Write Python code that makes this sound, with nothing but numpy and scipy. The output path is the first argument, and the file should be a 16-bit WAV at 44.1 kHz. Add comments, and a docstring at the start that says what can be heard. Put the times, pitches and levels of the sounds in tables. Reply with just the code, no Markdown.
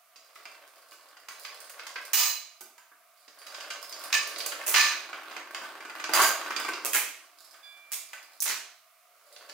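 """Garage: a loose motorcycle chain is pulled hand over hand off the rear sprocket.
Rollers rumble over the swingarm guide and links clink: random impacts excite decaying steel modes.
Slack loops hit the steel paddock stand or the sprocket, or spill onto concrete: tumbling blows, each
set to band levels. A fan hums as narrow noise bands over hiss; decaying noise makes the hard-walled room."""
import sys
import numpy as np
from scipy import signal
from scipy.fft import rfft, irfft, next_fast_len
from scipy.io import wavfile

SR = 44100
rng = np.random.default_rng(int(sys.argv[2]) if len(sys.argv) > 2 else 0)


def unload_wav(signal):
    """Save mono or channel-first audio to the path in sys.argv[1] as 16-bit WAV at rate SR, clipped to [-1, 1]."""
    wavfile.write(
        sys.argv[1],
        SR,
        np.round(np.clip(np.atleast_2d(signal).T, -1, 1) * 32767).astype(np.int16),
    )


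N = 420273

# Loops landing on the sprocket. Each row: start in seconds, length of the clatter in seconds,
# then thud, clack, clink and sizzle levels in dB.
SPROCKET_HITS = [(6.136, 0.092, -38, -29.5, -24, -26.5), (6.218, 0.081, -37.5, -30.5, -24, -27)]
# Modes of links and sprocket teeth. Each row: frequency in Hz, relative level in dB, t60 in seconds.
LINK = [(1547, 2, 0.095), (3410, -10, 0.068), (4787, 15.5, 0.027), (4770, -9, 0.1), (5130, -27.5, 0.081),
        (6490, -9, 0.37), (6470, -5, 0.12), (6960, -2, 0.22), (7300, -13.5, 0.36), (8170, -3, 0.1),
        (8900, -12, 0.22), (10380, 1.5, 0.092), (10520, -33, 0.16), (12050, -3, 0.19), (13850, -7, 0.12),
        (14270, -2, 0.15)]
# Colour of a link contact. Each row: frequency in Hz, relative gain in dB.
CONTACT = [(30, -33), (130, -24.5), (200, -14), (290, 0), (450, 2.5), (700, 5), (1200, 14), (2500, 7.5),
           (3500, -3), (4900, -7.5), (6500, 1), (9000, 4.5), (15500, 6.5)]


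def amp(db):
    """Decibels to gain."""
    return np.exp(np.asarray(db) * (np.log(10) / 20))


def unit(x):
    """Each channel at rms 1."""
    return x / np.sqrt(np.mean(x ** 2, axis=-1, keepdims=True) + 1e-20)


def along(points, hz):
    """Interpolate (Hz, value) points on a log frequency axis."""
    f, v = np.transpose(points)
    return np.interp(np.log(hz + 1), np.log(f + 1), v)


def seconds(length_s):
    """A time axis."""
    return np.arange(int(length_s * SR)) / SR


def filtered(x, response):
    """x through a zero-phase response of frequency."""
    size = next_fast_len(x.shape[-1] + 2048, real=True)
    gain = response(np.fft.rfftfreq(size, 1 / SR)).astype(np.float32)
    return irfft(rfft(x.astype(np.float32), size) * gain, size)[..., :x.shape[-1]]


def through(x, answer):
    """x convolved with an impulse response of one or two channels."""
    size = x.shape[-1]
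    x = np.atleast_2d(x).astype(np.float32)
    answer = answer[:, :size].astype(np.float32)
    return signal.fftconvolve(x, answer, axes=1)[:, :size]


def coloured(x, gain):
    """x through a causal minimum-phase filter with the given gain of frequency."""
    size = 4096
    cepstrum = irfft(np.log(gain(np.fft.rfftfreq(size, 1 / SR)) + 1e-9))
    cepstrum[1:size // 2] *= 2
    cepstrum[size // 2 + 1:] = 0
    return through(x, irfft(np.exp(rfft(cepstrum)))[None])


def add(track, start_s, x):
    """Mix x into the track at start_s."""
    part = track[:, max(round(start_s * SR), 0):][:, :x.shape[1]]
    part += x[:, :part.shape[1]]


def contacts(count, rate_hz, spread_db):
    """Impacts at random moments, of random sizes and signs."""
    hit = rng.random(count) < rate_hz / SR
    size = amp(spread_db * np.clip(rng.standard_normal(count), -2, 2))
    return hit * rng.choice([-1, 1], count) * size


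def struck(blows, modes, ring_db, crack_t60_s, split, count=2):
    """Every blow cracks as fresh noise and rings small groups of close steel modes."""
    t = seconds(.25)
    hz, db, t60_s = np.repeat(modes, count, axis=0).T[:, :, None]
    hz = hz * (1 + split * rng.standard_normal(hz.shape))  # no two links or contact points are alike
    phase = 2 * np.pi * (hz * t + rng.random(hz.shape))
    decay = np.exp((-np.log(1000) / t60_s * t).astype(np.float32))
    partials = np.sin(phase.astype(np.float32)) * decay
    ring = (amp(db).T * rng.choice([-1, 1], (2, len(hz)))) @ partials
    energy = through(blows ** 2, amp(-60 * t / crack_t60_s)[None] ** 2)
    crack = np.sqrt(abs(energy)) * rng.standard_normal((2, len(blows)))
    return unit(crack) + amp(ring_db) * unit(through(blows, ring))


def room(wet_db):
    """Direct sound plus a fresh noise tail, whose treble dies first."""
    # Garage decay. 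Each row: frequency in Hz, t60 in seconds.
    decay_points = [(200, 0.49), (600, 0.54), (1500, 0.52), (4000, 0.57), (9000, 0.42), (15000, 0.33)]
    hz, t, z = signal.stft(rng.standard_normal((2, SR // 2)), SR, nperseg=256)
    decay = amp(-60 * t / along(decay_points, hz)[:, None])
    build_up = 1 - np.exp(-t / 0.0014)
    tail = signal.istft(z * decay * build_up, SR, nperseg=256)[1]
    answer = amp(wet_db) * tail / np.linalg.norm(tail[0])
    answer[:, 0] += 1
    return answer


def voiced(x, colour, levels_db, attack_s):
    """Give a blow its hardness: the strength of thud, clack, clink and sizzle over its attack."""
    # Edges of thud, clack, clink and sizzle in Hz.
    edges = np.array([150, 900, 3000, 8000, 16000])
    head = x[:, :int(attack_s * SR)]
    power = 2 * np.mean(abs(rfft(head) / head.shape[1]) ** 2, axis=0)
    hz = np.fft.rfftfreq(head.shape[1], 1 / SR)
    centres = np.sqrt(edges[1:] * edges[:-1])
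    gain_db = np.zeros(len(levels_db))

    def gain(f):
        return amp(along(colour, f) + along(np.transpose([centres, gain_db]), f))

    for _ in range(2):  # a smooth tilt couples neighbouring bands
        have = np.histogram(hz, edges, weights=power * gain(hz) ** 2)[0]
        gain_db = gain_db + levels_db - 10 * np.log10(have + 1e-20)
    return coloured(x, gain)


def clatter(hits, steel, colour, rate_hz, first_db, wet_db, attack_s=.03, size=SR * 3 // 5, count=5):
    """One link lands first and its neighbours tumble after it; steel(blows) answers the blows."""
    out, t = np.zeros((2, N)), np.arange(size) / SR
    tails = [room(wet_db) for _ in hits[:count]]
    for k, (start_s, length_s, *levels_db) in enumerate(hits):
        fade = np.exp(-np.minimum((t / length_s) ** 2, 20))
        blows = contacts(size, rate_hz, spread_db=2.5) * fade
        blows[0] = amp(first_db)
        wet = through(steel(blows), tails[k % count])
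        add(out, start_s, voiced(wet, colour, levels_db, attack_s))
    return out


def swell(t, start_s, end_s, rise_db_per_s, fall_db_per_s):
    """A gain that rises to 1 at start_s, holds until end_s and falls away."""
    rise_db = rise_db_per_s * np.maximum(start_s - t, 0)
    fall_db = fall_db_per_s * np.maximum(t - end_s, 0)
    return amp(-rise_db - fall_db)


def effort():
    """Rumble, jingle, scrape and boom gains: a pull takes up slack, gathers speed and is let go."""
    # Strokes of the hand. Each row: start and end in seconds, then levels in dB at the end of the
    # stroke of roller rumble, link jingle, scrape and swingarm boom.
    pulls = np.array([(0.41, 0.597, -55, -56, -65.5, -86), (0.777, 1.105, -59, -60.5, -69, -82),
                      (1.46, 2.057, -50, -50.5, -60, -82), (3.582, 3.765, -47.5, -47.5, -56, -78),
                      (4.013, 4.596, -45, -44.5, -52.5, -63), (4.85, 5.972, -44.5, -57.5, -64, -60),
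                      (6.4, 6.76, -43.5, -53, -65, -55.5), (7.252, 8.334, -61, -57.5, -82, -90),
                      (9.4, 9.53, -57, -56, -60.5, -82.5)])
    gather_db_per_s, take_up_db_per_s, let_go_db_per_s = 3.5, 54, 51
    shake_db, shake_delay_s = -25, 0.0066
    t = np.arange(0, N / SR, .002)
    strokes = np.array([swell(t, start_s, end_s, take_up_db_per_s, let_go_db_per_s)
                        * amp(-gather_db_per_s * np.maximum(end_s - t, 0))
                        for start_s, end_s in pulls[:, :2]])
    levels = np.sqrt(amp(pulls[:, 2:]).T ** 2 @ strokes ** 2)
    # blows on the sprocket shake the guide
    shake = swell(t - shake_delay_s, SPROCKET_HITS[0][0], SPROCKET_HITS[-1][0],
                  rise_db_per_s=900, fall_db_per_s=101)
    levels[0] += amp(shake_db) * shake
    return [np.interp(np.arange(N) / SR, t, level) for level in levels]


def running_chain(rumble, jingle):
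    """Rollers bump over the swingarm guide while the side plates jingle."""
    # Modes of guide and rollers. Each row: frequency in Hz, relative level in dB, t60 in seconds.
    guide_modes = [(530.5, -2, 0.1), (654.5, -1, 0.13), (901, -6.5, 0.49), (1137, 6.5, 0.086),
                   (1246, 6, 0.089), (1296, -11, 0.11), (1593, -2, 0.2), (2190, -14, 0.072),
                   (6590, 13, 0.041), (8350, 18.5, 0.062)]
    # Colours of rollers and side plates. Each row: frequency in Hz, relative gain in dB.
    rumble_colour = [(40, -45), (140, -41), (210, -32), (290, -6), (450, -6), (650, 4.5), (1200, 4),
                     (1600, 6.5), (2200, -0.5), (3000, -0.5), (5000, -9), (8000, -17), (15500, -14.5)]
    jingle_colour = [(1500, -55.5), (3500, -4), (4900, 4.5), (6000, -3), (9000, 0), (12000, -4.5),
                     (15500, -1.5)]
    bumps = contacts(N, rate_hz=160, spread_db=4.0)
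    rollers = struck(bumps, guide_modes, ring_db=-7.5, crack_t60_s=0.017, split=0.0139)
    rollers = through(rollers, room(wet_db=-0.5))
    rollers = unit(filtered(rollers, lambda hz: amp(along(rumble_colour, hz))))
    taps = contacts(N, rate_hz=53, spread_db=9.0)
    plates = struck(taps, LINK, ring_db=-20.0, crack_t60_s=0.015, split=0.0037)
    plates = through(plates, room(wet_db=5.0))
    plates = unit(filtered(plates, lambda hz: amp(along(jingle_colour, hz))))
    return rumble * rollers + jingle * plates


def hollow_scrape(centre_hz, width_hz):
    """Fine slips through one broad, low resonance."""
    slips = through(contacts(N, rate_hz=560, spread_db=3), room(wet_db=3.0))

    def resonance(hz):
        detune = (hz ** 2 - centre_hz ** 2) / ((hz + 1) * width_hz)
        return 1 / (1 + detune ** 2) ** 2

    return unit(filtered(slips, resonance))


def link_knocks():
    """Evenly spaced links knock over the swingarm guide, their level moving linearly in dB."""
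    # Runs of knocks. Each row: start in seconds, length in seconds, levels in dB at start and end.
    runs = [(4.008, .11, -40.5, -33.5), (5.805, .11, -34, -29.5), (6.413, 0.13, -31.5, -19)]
    # Bass, ring and sizzle of a knock in dB against the middle.
    knock_colour_db = [-22, -14, -22.5]
    period_s = .0461
    knocks = []
    for start_s, length_s, first_db, last_db in runs:
        for s in np.arange(0, length_s, period_s):
            level_db = first_db + (last_db - first_db) * s / length_s
            knocks.append((start_s + s, level_db, *knock_colour_db))
    return knocks


def clinks(play_s):
    """A link clinks or knocks and chatters briefly in the play of its pin."""
    # Single clinks and knocks of chain links. Each row: start in seconds, reference level in dB,
    # then bass (before thud_share), ring and sizzle in dB against the middle.
    singles = [(0.159, -49.5, -14, 4, -9), (0.3566, -39, -29, -12, -21), (0.4542, -34, -29, -9.5, -26),
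               (0.9188, -43, -23, -10, -18), (1.1677, -43.5, -26, -7, -19), (1.285, -33, -26, -5.5, -10),
               (1.4476, -31.5, -35, -3, -27), (1.696, -40.5, -39, -4.5, 0), (1.7943, -33, -38, -7, -26),
               (1.8666, -33.5, -25.5, -3, -12), (1.957, -25.5, -33, -12, -42),
               (2.6081, -43.5, -6.5, -0.5, 5), (2.7805, -44.5, -22, -8, -9),
               (2.9157, -46.5, -20.5, -33, -19), (3.2793, -48, -18, 1.5, -15), (3.4165, -43, -28, -6, -23),
               (3.4651, -41, -26, 1, -11), (3.5435, -33.5, -25, -3.5, -20), (3.6037, -34, -33, -3, -16),
               (3.7033, -27, -33, -5, -16), (3.9249, -42.5, -19, 9.5, -6), (4.3579, -34, -21, 0, -21),
               (4.4025, -33, -51, 4.5, -30), (4.4604, -31.5, -19, 2.5, 5), (4.5196, -24.5, -36, -11, -32),
               (4.6115, -28, -41, -16, -25), (4.9157, -25.5, -38, -11, -18), (5.1297, -27, -28, -15.5, -32),
               (5.3115, -36.5, -18, -7, -23), (5.3649, -27.5, -24, -11, -25), (5.5463, -27, -29, -5, -19),
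               (5.6154, -32.5, -19.5, -21, -34), (5.9977, -27, -22, -12, -21), (6.0393, -24, -23, -6, -22),
               (6.0922, -23, -12.5, -18, -20), (6.5631, -24.5, -22, -1, -14),
               (6.5986, -24.5, -24, -15, -10.5), (6.647, -25, -21, -11, -20), (6.6829, -22, -18, -15, -17),
               (6.7342, -28, -28, -6, -23), (7.5423, -44, -33, -11, -15), (8.1312, -30, -33, -11, -14.5),
               (9.361, -46.5, -37, 3, -20), (9.4915, -40, -18, 0.5, -11.5)]
    # Thud, clack, clink and sizzle of a link in dB against its reference level.
    blow_db = [-6, -11, -4.5, -7]
    thud_share = 0.67  # how far the thud follows the bass
    hits = []
    for start_s, db, bass_db, ring_db, sizzle_db in list(singles) + link_knocks():
        levels_db = db + np.add(blow_db, [thud_share * bass_db, 0, ring_db, sizzle_db])
        hits.append((start_s, play_s, *levels_db))

    def link(blows):
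        return struck(blows, LINK, ring_db=-9.5, crack_t60_s=0.012, split=0.0122)

    return clatter(hits, link, CONTACT, rate_hz=1400, first_db=-5, wet_db=1.5,
                   attack_s=.015, size=SR // 3)


def stand_hits():
    """Slack loops swing against the tubular steel stand and ring its modes."""
    # Loops landing. Each row: start in seconds, length of the clatter in seconds, then thud, clack,
    # clink and sizzle levels in dB.
    hits = [(2.133, 0.041, -56, -30, -26.5, -23.5), (2.172, 0.11, -49, -32, -25, -28.5),
            (4.127, 0.048, -54.5, -23, -25, -34.5), (4.742, 0.043, -47, -20, -24, -40),
            (4.762, 0.12, -53.5, -25.5, -25.5, -38.5)]
    # Modes of the steel tube. Each row: frequency in Hz, relative level in dB, t60 in seconds.
    modes = [(1165, -9, 0.22), (1193, 4.5, 0.23), (1762, 9.5, 0.15), (2140, -13, 0.41), (2323, 2.5, 0.15),
             (2475, 0.5, 0.3), (2920, 7.5, 0.089), (3870, -15, .4), (3940, 3, 0.15), (4090, 2, 0.4),
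             (4632, 0.5, 0.32), (4940, 5.5, 0.21), (5010, -6, 0.244), (6030, 4.5, 0.15), (6550, 0.5, 0.31),
             (6707, -14, 0.29), (7220, 5.5, 0.17), (8130, 9.5, 0.11), (8850, 13.5, 0.16), (11300, -3, 0.3),
             (12500, -7, 0.27), (13600, 13, 0.11), (14650, 0, 0.091), (14960, 16, 0.16), (15375, 0, 0.13)]
    # Each row: frequency in Hz, relative gain in dB.
    colour = [(30, -28), (150, -27.5), (300, -10.5), (800, 0), (1150, 4), (1400, -4.5), (2500, 4.5),
              (3400, 0.5), (4200, 3.5), (6800, 5.5), (8400, -6.5), (12800, -12.5), (14300, -6),
              (15500, -5.5)]

    def tube(blows):
        return struck(blows, modes, ring_db=-3, crack_t60_s=0.025, split=0.00807, count=6)

    return clatter(hits, tube, colour, rate_hz=900, first_db=6.5, wet_db=-3.0)


def sprocket_hits():
    """Slack loops swing against the sprocket, ringing teeth and links."""
    def teeth(blows):
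        return struck(blows, LINK, ring_db=-2, crack_t60_s=0.035, split=0.00826, count=6)

    return clatter(SPROCKET_HITS, teeth, CONTACT, rate_hz=750, first_db=11.5, wet_db=-5.5)


def floor_spills():
    """Links spill onto concrete: short cracks, hardly any ring."""
    # Loops landing. Each row: start in seconds, length of the clatter in seconds, then thud, clack,
    # clink and sizzle levels in dB.
    hits = [(4.665, 0.12, -45, -41, -32.5, -28.5), (6.849, 0.016, -42, -40, -33, -31),
            (6.933, 0.05, -67, -30, -28, -26.5), (6.949, 0.025, -41, -35, -36.5, -32.5),
            (7.919, 0.029, -59.5, -47, -34.5, -34), (8.404, 0.0058, -67, -79, -34, -35),
            (8.422, 0.02, -59.9, -46.5, -34, -28), (8.458, 0.065, -48.5, -38, -31.5, -37.5)]

    def concrete(blows):
        return struck(blows, LINK, ring_db=-36, crack_t60_s=0.0056, split=0.02)

    return clatter(hits, concrete, CONTACT, rate_hz=550, first_db=2, wet_db=2.0)


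def singing_steel():
    """A light touch leaves a freely hanging steel part ringing in pure partials that swell, then die."""
    # Partials. Each row: frequency in Hz, level in dB before the swell, t60 in seconds.
    partials = [(1642, -44, 0.48), (2353, -44, 1.72), (3475, -33, 0.39), (4800, -39, 0.27),
                (10282, -76, .8), (12209, -79, .7), (13959, -74, .8)]
    out, t = np.zeros((2, N)), seconds(1)
    ring = sum(amp(db - 60 * t / t60_s) * np.sin(2 * np.pi * (hz * t + rng.random((2, 1))))
               for hz, db, t60_s in partials)
    onset = 1 - np.exp(-t / .002)
    slow_swell = 1 - 0.93 * np.exp(-t / 0.12)
    add(out, 7.628, ring * onset * slow_swell)
    return out


def garage_air(hiss_db):
    """Steady coloured hiss and the fuzzy tones of a fan, as narrow bands of noise."""
    # Fan tones. Each row: frequency in Hz, width in Hz, level in dB.
    fan_tones = [(118.9, 2.8, -103), (654, 47, -74), (717, 30, -74.5)]
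    # Hiss colour. Each row: frequency in Hz, relative gain in dB.
    hiss_colour = [(50, -27), (120, -43.5), (200, -14.5), (350, -44), (550, -7), (900, -5), (1200, 10.5),
                   (1700, -3.5), (2200, 3), (3200, -4), (8000, -4.5), (15500, -2)]

    def noise(response):
        return unit(filtered(rng.standard_normal((2, N)), response))

    fan = sum(amp(db) * noise(lambda f: 1 / (1 + (2 * (f - hz) / width_hz) ** 2))
              for hz, width_hz, db in fan_tones)
    return fan + amp(hiss_db) * noise(lambda hz: amp(along(hiss_colour, hz)))


def microphones(pair):
    """Two close capsules share the bass; the treble differs between them and leans right."""
    # Each row: frequency in Hz, left-right likeness from 0 to 1.
    likeness = [(250, 1), (500, 0.98), (1000, 0.86), (2000, 0.6), (4000, 0.4), (8000, 0.06), (13000, 0.09)]
    # Each row: frequency in Hz, left minus right in dB.
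    left_db = [(400, -0.5), (1000, 0), (2000, -1), (4000, -6), (8000, -5.5), (13000, -4.5)]

    def mid_side(hz):
        turn = np.arccos(np.clip(along(likeness, hz), -1, 1)) / 2
        return np.array([np.cos(turn), np.sin(turn)])

    def balance(hz):
        lean = np.arctan(amp(along(left_db, hz)))
        return np.sqrt(2) * np.array([np.sin(lean), np.cos(lean)])

    mid, side = filtered(pair, mid_side)
    return filtered(np.array([mid + side, mid - side]), balance)


def scene():
    """The chain runs out over guide, stand, sprocket and floor."""
    rumble, jingle, scrape, boom = effort()
    chain = running_chain(rumble, jingle) + clinks(play_s=0.0078)
    dragging = scrape * hollow_scrape(centre_hz=563, width_hz=364)
    dragging = dragging + boom * hollow_scrape(centre_hz=337.3, width_hz=257)
    landings = stand_hits() + sprocket_hits() + floor_spills()
    return microphones(chain + dragging + landings + singing_steel() + garage_air(hiss_db=-61.5))


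def record(dry):
    """A steep low-pass sets the band limit."""
    top_hz = 15800
    return filtered(dry, lambda hz: 1 / (1 + (hz / top_hz) ** 200))


dry = scene()
out = record(dry)
unload_wav(out)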